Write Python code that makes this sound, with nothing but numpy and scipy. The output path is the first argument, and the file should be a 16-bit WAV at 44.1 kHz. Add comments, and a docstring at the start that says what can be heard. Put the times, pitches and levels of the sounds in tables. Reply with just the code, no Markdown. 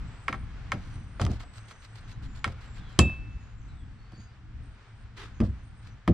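"""A metal pole swung about aboard a small moored yacht knocks on deck and fittings: short tube rings, deck rattle.
The hull booms under the blows in late, detuned panel modes; one blow rings a winch, a loose shackle tinkles.
A slack line chuffs against the mast in shaped noise, and the pole tip drags once over cloth in fine grains.
Noise-band whistles, gusty wind rumble, far hiss and a wavering hum lie beneath; cockpit and boats echo the blows."""
import sys
import numpy as np
from scipy import signal
from scipy.fft import rfft, irfft
from scipy.io import wavfile
from scipy.ndimage import uniform_filter1d

SR = 44100
rng = np.random.default_rng(int(sys.argv[2]) if len(sys.argv) > 2 else 0)


def volts_from_decibels(level):
    """Turn decibel levels (scalar or array-like) into linear amplitude factors."""
    exponent = np.asarray(level, float) / 20
    return 10 ** exponent


def bounce(signal):
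    """Save signal as a 16-bit WAV file at the path given by the first command-line argument."""
    frames = np.transpose(np.atleast_2d(signal))
    limited = np.clip(frames, -1, 1)
    pcm = np.round(limited * 32767).astype(np.int16)
    wavfile.write(sys.argv[1], SR, pcm)


N = 270333
T = np.arange(N) / SR


def unit(x):
    """Scale to rms 1."""
    return x / np.sqrt(np.mean(x ** 2))


def on_log(table, hz):
    """Read a two-column curve on a log-frequency axis."""
    f, value = np.transpose(table)
    return np.interp(np.log(np.maximum(hz, 1)), np.log(f), value)


# stereo width of the noise beds: f/Hz, left-right likeness (0-1)
NOISE_LIKENESS = [(20, 0.7), (60, 1), (150, 0.97), (500, .8), (1500, 0.75), (4000, 0.04), (9000, 0.87)]


def noise(colour):
    """Stereo noise of rms 1 in the given colour; shared mid and opposed side set its width by frequency."""
    hz = np.arange(N // 2 + 1) * SR / N
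    like = np.clip(on_log(NOISE_LIKENESS, hz), 0, 1)
    mid, side = rfft(rng.standard_normal((2, N)))
    left_right = np.array([[1], [-1]])
    pair = mid * np.sqrt(1 + like) + side * np.sqrt(1 - like) * left_right
    return unit(irfft(pair * volts_from_decibels(on_log(colour, hz)), N))


def walk(rate):
    """Random control curve of rms 1: levels held 1 / rate s, smoothed twice."""
    hold = int(SR / rate)
    steps = np.repeat(rng.standard_normal(N // hold + 1), hold)
    return unit(uniform_filter1d(uniform_filter1d(steps, hold), hold)[:N])


def wavering(hz, width_hz):
    """Two tones smeared into narrow noise bands by unrelated slow wobbles; joint rms 1."""
    lowpass = signal.butter(2, width_hz / 2, fs=SR, output="sos")
    smear = signal.sosfilt(lowpass, rng.standard_normal((2, 2, len(hz))))
    phase = 2 * np.pi * np.cumsum(hz) / SR
    return unit(smear[0] * np.cos(phase) + smear[1] * np.sin(phase))


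def ring(modes, phase, rise_cycles, size):
    """Decaying modes whose swell is timed in cycles, so lows arrive late; scaled to peak 1."""
    hz, db, t60 = np.transpose(modes)[:, :, None]
    t = T[:size]
    swell = (1 - np.exp(-t * hz / rise_cycles)) ** 2
    decay = np.exp(-np.log(1000) * t / t60)
    tones = np.sin(2 * np.pi * hz * t + phase[:len(hz), None])
    out = (volts_from_decibels(db) * swell * decay * tones).sum(0)
    return out / np.abs(out).max()


def add(out, s, x, pan_db=0.):
    """Place a sound at time s; positive pan_db leans it left."""
    i = int(s * SR)
    x = x[:N - i]
    out[:, i:i + len(x)] += x * volts_from_decibels(np.array([[pan_db], [-pan_db]]) / 2)


# background level curves, before random gusts: t/s, wind rumble level/dB, marina hiss level/dB
AIR_LEVELS = [(0.0, -40.5, -53.5), (0.7, -41, -54), (1.0, -40, -54.5), (1.35, -36, -55.5),
              (1.55, -45.5, -55.5), (2.3, -40, -55.5), (2.9, -43.5, -53.5), (3.4, -42.5, -59),
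              (4.05, -48, -58.5), (5.17, -46.5, -58.5), (5.4, -43, -58.5), (6.13, -47.5, -59)]
# colour of the wind rumble: f/Hz, level/dB
RUMBLE_COLOUR = [(8.8, -44), (15, -2), (54, -0.5), (81, -5), (119, -5.5), (142, -12.5), (308, -23.5),
                 (362, -37.5), (500, -43.5), (650, -80.5), (1100, -120)]
# colour of the marina hiss: f/Hz, level/dB
HISS_COLOUR = [(180, -9.5), (300, -9), (358, -8.5), (394, -4.5), (589, -9), (726, -5), (955, -5.5),
               (1470, -2.5), (4400, -16.5), (6900, -24), (8370, -26.5), (9670, -36.5), (11000, -56.5),
               (14000, -62.5)]
HUM_HZ, HUM_WIDTH_HZ, HUM_DB = 110.3, 9.0, -52.5


def air():
    """Gusty low noise for wind, smoother noise for far hiss, and a motor hum as a narrow wavering band."""
    s, rumble_db, hiss_db = np.transpose(AIR_LEVELS)
    lean_db = np.array([[.7], [-.7]])  # rumble is a little stronger on the left
    rumble_db = np.interp(T, s, rumble_db) + 3.5 * walk(6.5) + lean_db
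    rumble = volts_from_decibels(rumble_db) * noise(RUMBLE_COLOUR)
    hiss_db = np.interp(T, s, hiss_db) + 1.1 * walk(13)
    hiss = volts_from_decibels(hiss_db) * noise(HISS_COLOUR)
    hum = wavering(np.full(N, HUM_HZ), HUM_WIDTH_HZ)[0]
    return rumble + hiss + volts_from_decibels(HUM_DB) * hum


# thin whistles: start t/s, end t/s, start f/Hz, end f/Hz, level/dB (before swell and flutter)
WHISTLE_GLIDES = [(0, .25, 7600, 7800, -69.5), (0.106, 0.531, 8300, 8700, -75),
                  (0.728, 1.155, 6000, 6000, -72), (0.848, 1.087, 8900, 8700, -70.5),
                  (1.001, 1.202, 7960, 9000, -70), (1.4, 1.752, 7800, 8380, -70),
                  (1.55, 1.943, 6230, 6000, -71), (1.697, 2.056, 8400, 8220, -71.5),
                  (2.026, 2.155, 6300, 6430, -69), (2.047, 2.201, 3780, 4000, -71),
                  (2.252, 2.457, 7100, 7050, -69.5), (2.643, 2.8, 7620, 7340, -70.5),
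                  (2.778, 2.947, 3700, 3040, -63), (2.8, 2.959, 3960, 3970, -69),
                  (3.379, 3.558, 6700, 6690, -74), (3.677, 3.846, 4100, 3260, -71.5),
                  (3.963, 4.352, 4300, 4870, -72.5), (4.165, 4.28, 6810, 6430, -71),
                  (3.45, 4.04, 7230, 8210, -81.5), (4.6, 4.8, 8570, 8700, -79.5),
                  (4.85, 5.05, 8220, 8620, -78), (5.42, 5.89, 9170, 8150, -81)]
WHISTLE_WIDTH_HZ = 200
# fainter whistles at random times and pitches; level before swell and flutter
FAINT_COUNT, FAINT_DB, FAINT_S = 20, -77, 0.11


def whistles():
    """Faint gliding noise bands in the treble that swell, flutter and fade."""
    out = np.zeros((2, N))
    when = rng.uniform(0, T[-1], FAINT_COUNT)
    pitch = rng.uniform(5800, 8900, FAINT_COUNT)  # Hz
    glide = rng.uniform(-125, 375, FAINT_COUNT)  # Hz, mostly upward
    faint = zip(when, when + FAINT_S, pitch, pitch + glide, np.full(FAINT_COUNT, FAINT_DB))
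    for start, end, from_hz, to_hz, db in [*WHISTLE_GLIDES, *faint]:
        share = np.linspace(0, 1, int((end - start) * SR))
        pair = wavering(from_hz + (to_hz - from_hz) * share, WHISTLE_WIDTH_HZ)
        swell = np.sqrt(np.sin(np.pi * share).clip(0))
        add(out, start, volts_from_decibels(db) * swell * (pair[0] + 0.67 * pair[1]))
    flutter = volts_from_decibels(3.0 * walk(25))
    return out * flutter


# colour of the cloth drag: f/Hz, level/dB
CLOTH_COLOUR = [(180, -29), (300, -1.5), (456, 1), (544, -15), (1250, 0.5), (2430, -4.5), (3690, -6),
                (8920, -23), (14000, -39)]
DRAG_S, DRAG_HOLD_S, DRAG_DB = 5.174, 0.067, -45
DRAG_ATTACK_DB_PER_S, DRAG_RELEASE_DB_PER_S = 1600, 293


def drag():
    """Dense fine noise grains while the pole tip slides over cloth."""
    early = np.maximum(DRAG_S - T, 0)
    late = np.maximum(T - DRAG_S - DRAG_HOLD_S, 0)
    db = DRAG_DB - DRAG_ATTACK_DB_PER_S * early - DRAG_RELEASE_DB_PER_S * late
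    return volts_from_decibels(db + 1.6 * walk(180)) * noise(CLOTH_COLOUR)


# single brushes of the line: t/s, level/dB (before grain), length/s
SINGLE_BRUSHES = [(0.772, -61, .2), (1.195, -44, 0.06), (1.29, -54, 0.09), (1.392, -53.5, 0.054),
                  (4.127, -65, 0.045), (4.193, -63, 0.06), (5.43, -53.5, 0.05), (5.822, -61.5, 0.083)]
# colour of the line on the mast: f/Hz, level/dB
BRUSH_COLOUR = [(300, -17), (1000, -0.5), (1500, 0), (2800, -2), (3700, -2.5), (4200, 0), (5000, -5.5),
                (6000, -11), (8500, -11.5), (10000, -24.5), (12500, -22), (14000, -58)]
BRUSH_ATTACK_S, BRUSH_RELEASE_S = .007, .011
# the slack line swings evenly against the mast and leaves it once a swing, weaker as the swing dies
SWING_FIRST_S, SWING_PERIOD_S, SWINGS = 1.603, .1335, 11  # first: when the line first leaves the mast
SWING_DB, SWING_FADE_DB, SWING_SCATTER_DB = -54, -6.5, 0.5
BRUSH_S, BRUSH_SCATTER = .058, .08  # mean length, relative spread


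def chuffs():
    """Grainy noise puffs with quick edges each time the line brushes the mast."""
    length_chance, level_chance = rng.standard_normal((SWINGS, 2)).T
    k = np.arange(SWINGS)
    lengths = BRUSH_S * (1 + BRUSH_SCATTER * length_chance)
    levels_db = SWING_DB + SWING_FADE_DB * (k / SWINGS) ** 2 + SWING_SCATTER_DB * level_chance
    leaves = SWING_FIRST_S + SWING_PERIOD_S * k
    swings = zip(leaves - lengths, levels_db, lengths)
    envelope = np.zeros(N)
    for s, db, length in [*SINGLE_BRUSHES, *swings]:
        attack = (T - s) / BRUSH_ATTACK_S
        release = (s + length - T) / BRUSH_RELEASE_S
        envelope += volts_from_decibels(db) * np.clip(np.minimum(attack, release), 0, 1)
    grain = volts_from_decibels(2.27 * walk(250))
    return envelope * grain * noise(BRUSH_COLOUR)


# a loose shackle tinkles when the pole jolts the rail: t/s, peak level/dB
TINKLE_HITS = [(0.281, -57), (0.3292, -60), (0.7203, -53), (2.4424, -57)]
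# shackle modes: f/Hz, level/dB, t60/s
SHACKLE_MODES = [(10500, 0, 0.17), (10600, -3, .1), (11050, -4, .07), (11200, -4, .06)]


def tinkles():
    """Tiny steel parts ring in a few close modes high in the treble."""
    out = np.zeros((2, N))
    phases = rng.uniform(0, 2 * np.pi, (len(TINKLE_HITS), len(SHACKLE_MODES)))
    for (s, db), phase in zip(TINKLE_HITS, phases):
        add(out, s, volts_from_decibels(db) * ring(SHACKLE_MODES, phase, 10.0, size=SR // 4))
    return out


# winch drum modes: f/Hz, level/dB, t60/s
WINCH_MODES = [(1080, 15, .024), (2628, 0, .7), (3760, -26, .5), (3715, -26, .45), (3660, -28, .45),
               (5000, 2, .015), (7440, -8, .15), (7553, -13, .09), (8100, 18, .014), (8770, 15, .012)]
WINCH_S, WINCH_DB = 2.990, -10.5  # level is the peak before panning
TOUCH_S, TOUCH_LENGTH_S, TOUCH_DB = 3.105, .07, -7


def winch():
    """A steel drum rings on after the hardest blow; the pole falls back against it and damps it."""
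    out = np.zeros((2, N))
    drum = ring(WINCH_MODES, np.zeros(len(WINCH_MODES)), 9.2, size=SR)
    add(out, WINCH_S, volts_from_decibels(WINCH_DB) * drum, pan_db=1.0)
    touch = np.clip((T - TOUCH_S) / TOUCH_LENGTH_S, 0, 1)
    return out * volts_from_decibels(TOUCH_DB * touch)


# hull thuds: t/s, peak level/dB, brightness tilt/(dB per octave), decay scale (times t60)
HULL_THUDS = [(0.293, -30.5, 1.5, 0.91), (0.335, -34, 2.5, 0.99), (0.738, -26, -1.5, .98),
              (0.948, -33.5, -6, 0.89), (1.21, -18.5, -5.5, 0.61), (1.238, -15.5, -6.5, 0.52),
              (1.262, -22.5, -2, .5), (1.289, -19, -3, 0.65), (1.327, -31.5, 0.5, 0.61),
              (2.459, -25.5, -6.5, 0.98), (2.989, -4, 1, 0.37), (3.0, -12.5, -4.5, 0.6),
              (3.027, -14.5, -2, 0.37), (3.047, -18, -2.5, 0.92), (4.128, -38.5, 1, 0.93),
              (4.178, -35, -3, 0.66), (5.402, -10.5, -2.5, 0.6), (5.42, -15.5, -1, 0.5),
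              (5.438, -19, -2, .45), (5.475, -25, -7, 0.75), (6.077, -12, 0.5, 0.74), (6.095, -11, 1, 0.38)]
# hull panel modes before each thud's tilt, detuning and decay scale: f/Hz, level/dB, t60/s
HULL_MODES = [(43.7, -9.5, 0.21), (64.7, -10, 0.72), (90.7, 1.5, 0.24), (119.9, -3, .25),
              (168.2, -8.5, 0.26), (205, -1, 0.18), (242.3, -4.5, 0.17), (290.7, -4.5, 0.13),
              (344.4, -5, 0.17), (445.7, -11.5, 0.24), (620, -3.5, 0.14), (783, -11.5, 0.17)]


def thuds():
    """The blow spreads through the shell, so the panels near the contact boom late and out of step."""
    out = np.zeros((2, N))
    chance = rng.standard_normal((len(HULL_THUDS), 2, len(HULL_MODES)))
    for (s, db, tilt_db, scale), (phase, spread) in zip(HULL_THUDS, chance):
        modes = np.array(HULL_MODES) * [1, 1, scale]
        octaves = np.log2(modes[:, 0] / 150)
        modes[:, 1] += tilt_db * octaves - 3.55 * octaves ** 2
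        modes[:, 0] *= 1 + 0.044 * spread
        add(out, s, volts_from_decibels(db) * ring(modes, .7 * phase, 0.53, size=SR // 2))
    return out


# pole knocks: t/s, tube peak level/dB, treble level/dB, tilt of the lower modes/(dB per octave),
# deck rattle level/dB (before its envelopes; relative to the tube)
POLE_KNOCKS = [(0.281, -14, -18.5, 14.5, -16.5), (0.327, -19.5, -18, 13, -23.5),
               (0.342, -24.5, -24, 5, -18.5), (0.719, -15.5, -14.5, 13, -13.5), (1.197, -20, -38, 5, -3.5),
               (1.215, -21.5, -2.5, -1, -13.5), (1.251, -26, -4, 25, -6.5), (1.265, -22.5, -14.5, 18, -5.5),
               (1.316, -37, -2, -4, -8), (1.404, -37.5, -9, 12, -12), (1.437, -41, -16, 2, -8),
               (1.71, -35, -10.5, 11.5, -13.5), (2.443, -12.5, -12, 14.5, -16.5), (2.477, -28, -13, 8, -10),
               (2.990, -4.5, 1, 0.5, -12), (3.097, -35.5, -19, -2.5, -6), (4.121, -46.5, -6, -8, -11.5),
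               (5.403, -26.5, -15.5, 3.5, 1), (5.414, -30.5, -16.5, 7, -6.5), (6.077, -14.5, -19, 5, -10)]
# tube modes before each knock's pitch, tilt and decay changes: f/Hz, level/dB, t60/s
POLE_MODES = [(828, -3.5, 0.09), (1177, 8.5, .025), (1413, 0, 0.048), (1715, 0, 0.018), (1950, -7.5, .03),
              (2368, -3.5, 0.017), (3060, -0.5, 0.027), (3227, 8, 0.013), (4300, 5.5, 0.0054),
              (4863, -6, .035), (6000, -6.5, 0.018), (7800, -18.5, 0.027), (8700, -22.5, 0.0082)]
# the flatter the pole lands on deck, the more the deck rattles and the lower and shorter the tube rings
FREE_RATTLE_DB, FREE_RING, FREE_PITCH = -14.5, 1, 0.94  # ring and pitch are factors
RING_LOSS_PER_DB, PITCH_LOSS_PER_DB = 0.11, .012


def knocks():
    """The tube rings briefly, with strong upper modes when contact is hard; deck boards rattle after it."""
    out, size = np.zeros((2, N)), SR // 4
    chance = rng.standard_normal((len(POLE_KNOCKS), size))
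    body = signal.butter(2, [350, 2400], "bandpass", fs=SR, output="sos")
    boards = signal.butter(2, [220, 750], "bandpass", fs=SR, output="sos")
    edge = signal.butter(2, [3000, 7500], "bandpass", fs=SR, output="sos")
    t = T[:size]
    for (s, db, treble_db, tilt_db, rattle_db), grit in zip(POLE_KNOCKS, chance):
        flat_db = max(rattle_db - FREE_RATTLE_DB, 0)
        scale = max(FREE_RING - RING_LOSS_PER_DB * flat_db, .2)
        modes = np.array(POLE_MODES) * [1, 1, scale]
        upper = modes[:, 0] > 2600
        modes[~upper, 0] *= FREE_PITCH - PITCH_LOSS_PER_DB * flat_db
        tilt = tilt_db * np.log2(modes[:, 0] / 1500)
        modes[:, 1] += np.where(upper, treble_db, tilt)
        tube = ring(modes, .6 * grit, 1.0, size=size)
        quick = (1 - np.exp(-t / 0.0024)) * np.exp(-t / (0.012 * scale))
        rattle = unit(signal.sosfilt(body, grit)) * quick
        # the wider boards answer later and lower
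        slow = (1 - np.exp(-t / 0.012)) * np.exp(-t / 0.024)
        rattle += volts_from_decibels(-4.5) * unit(signal.sosfilt(boards, grit)) * slow
        crack = unit(signal.sosfilt(edge, grit)) * np.exp(-t / 0.0013)
        add(out, s, volts_from_decibels(db) * (tube + volts_from_decibels(rattle_db) * rattle + volts_from_decibels(treble_db - 1.5) * crack))
    return out


def cockpit_echo(blows):
    """Hard cockpit walls give each ear its own brief decaying noise tail."""
    tail = rng.standard_normal((2, SR // 8)) * np.exp(-T[:SR // 8] / 0.015)
    return signal.fftconvolve(blows, tail, axes=1)[:, :N]


def boats_echo(sound):
    """The moored boats send back a longer, dull tail that swells before it decays, the same for both ears."""
    t = T[:SR // 2]
    tail = rng.standard_normal((1, SR // 2)) * (1 - np.exp(-t / .03)) * np.exp(-t / 0.079)
    tail = signal.sosfilt(signal.butter(1, 2500, fs=SR, output="sos"), tail)
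    return signal.fftconvolve(sound, tail, axes=1)[:, :N]


def scene():
    """Blows with the cockpit's short echo and a longer one off the moored boats, over the marina air."""
    blows = knocks() + winch() + tinkles()
    booms = thuds()
    echoes = volts_from_decibels(-33.5) * cockpit_echo(blows) + volts_from_decibels(-51.5) * boats_echo(blows + volts_from_decibels(-2) * booms)
    return blows + echoes + booms + chuffs() + drag() + whistles() + air()


def low_pass(x):
    """Removes everything above the highest recorded frequency."""
    return signal.sosfilt(signal.butter(12, 15540, fs=SR, output="sos"), x)


# phase between the microphone ports: f/Hz, lead of the left port/rad
PORT_LEAD = [(30, -0.66), (150, -0.053), (500, -0.43), (2800, -0.17), (4400, 0.51), (6200, -1.5),
             (8100, -1.9), (12000, -0.72)]
# microphone colour: f/Hz, level/dB
MIC_COLOUR = [(20, -3), (60, -1), (9000, -2), (12000, -5.5), (16000, -16.5)]


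def record(dry):
    """Microphone colour, a phase turn split between the two ports, and softly rounded peaks."""
    hz = np.arange(N // 2 + 1) * SR / N
    turn = np.exp(.5j * on_log(PORT_LEAD, hz) * np.array([[1], [-1]]))
    wet = irfft(rfft(dry) * volts_from_decibels(on_log(MIC_COLOUR, hz)) * turn, N)
    wet = np.tanh(.8 * wet) / .8
    return low_pass(wet)


dry = scene()
out = record(dry)
bounce(out)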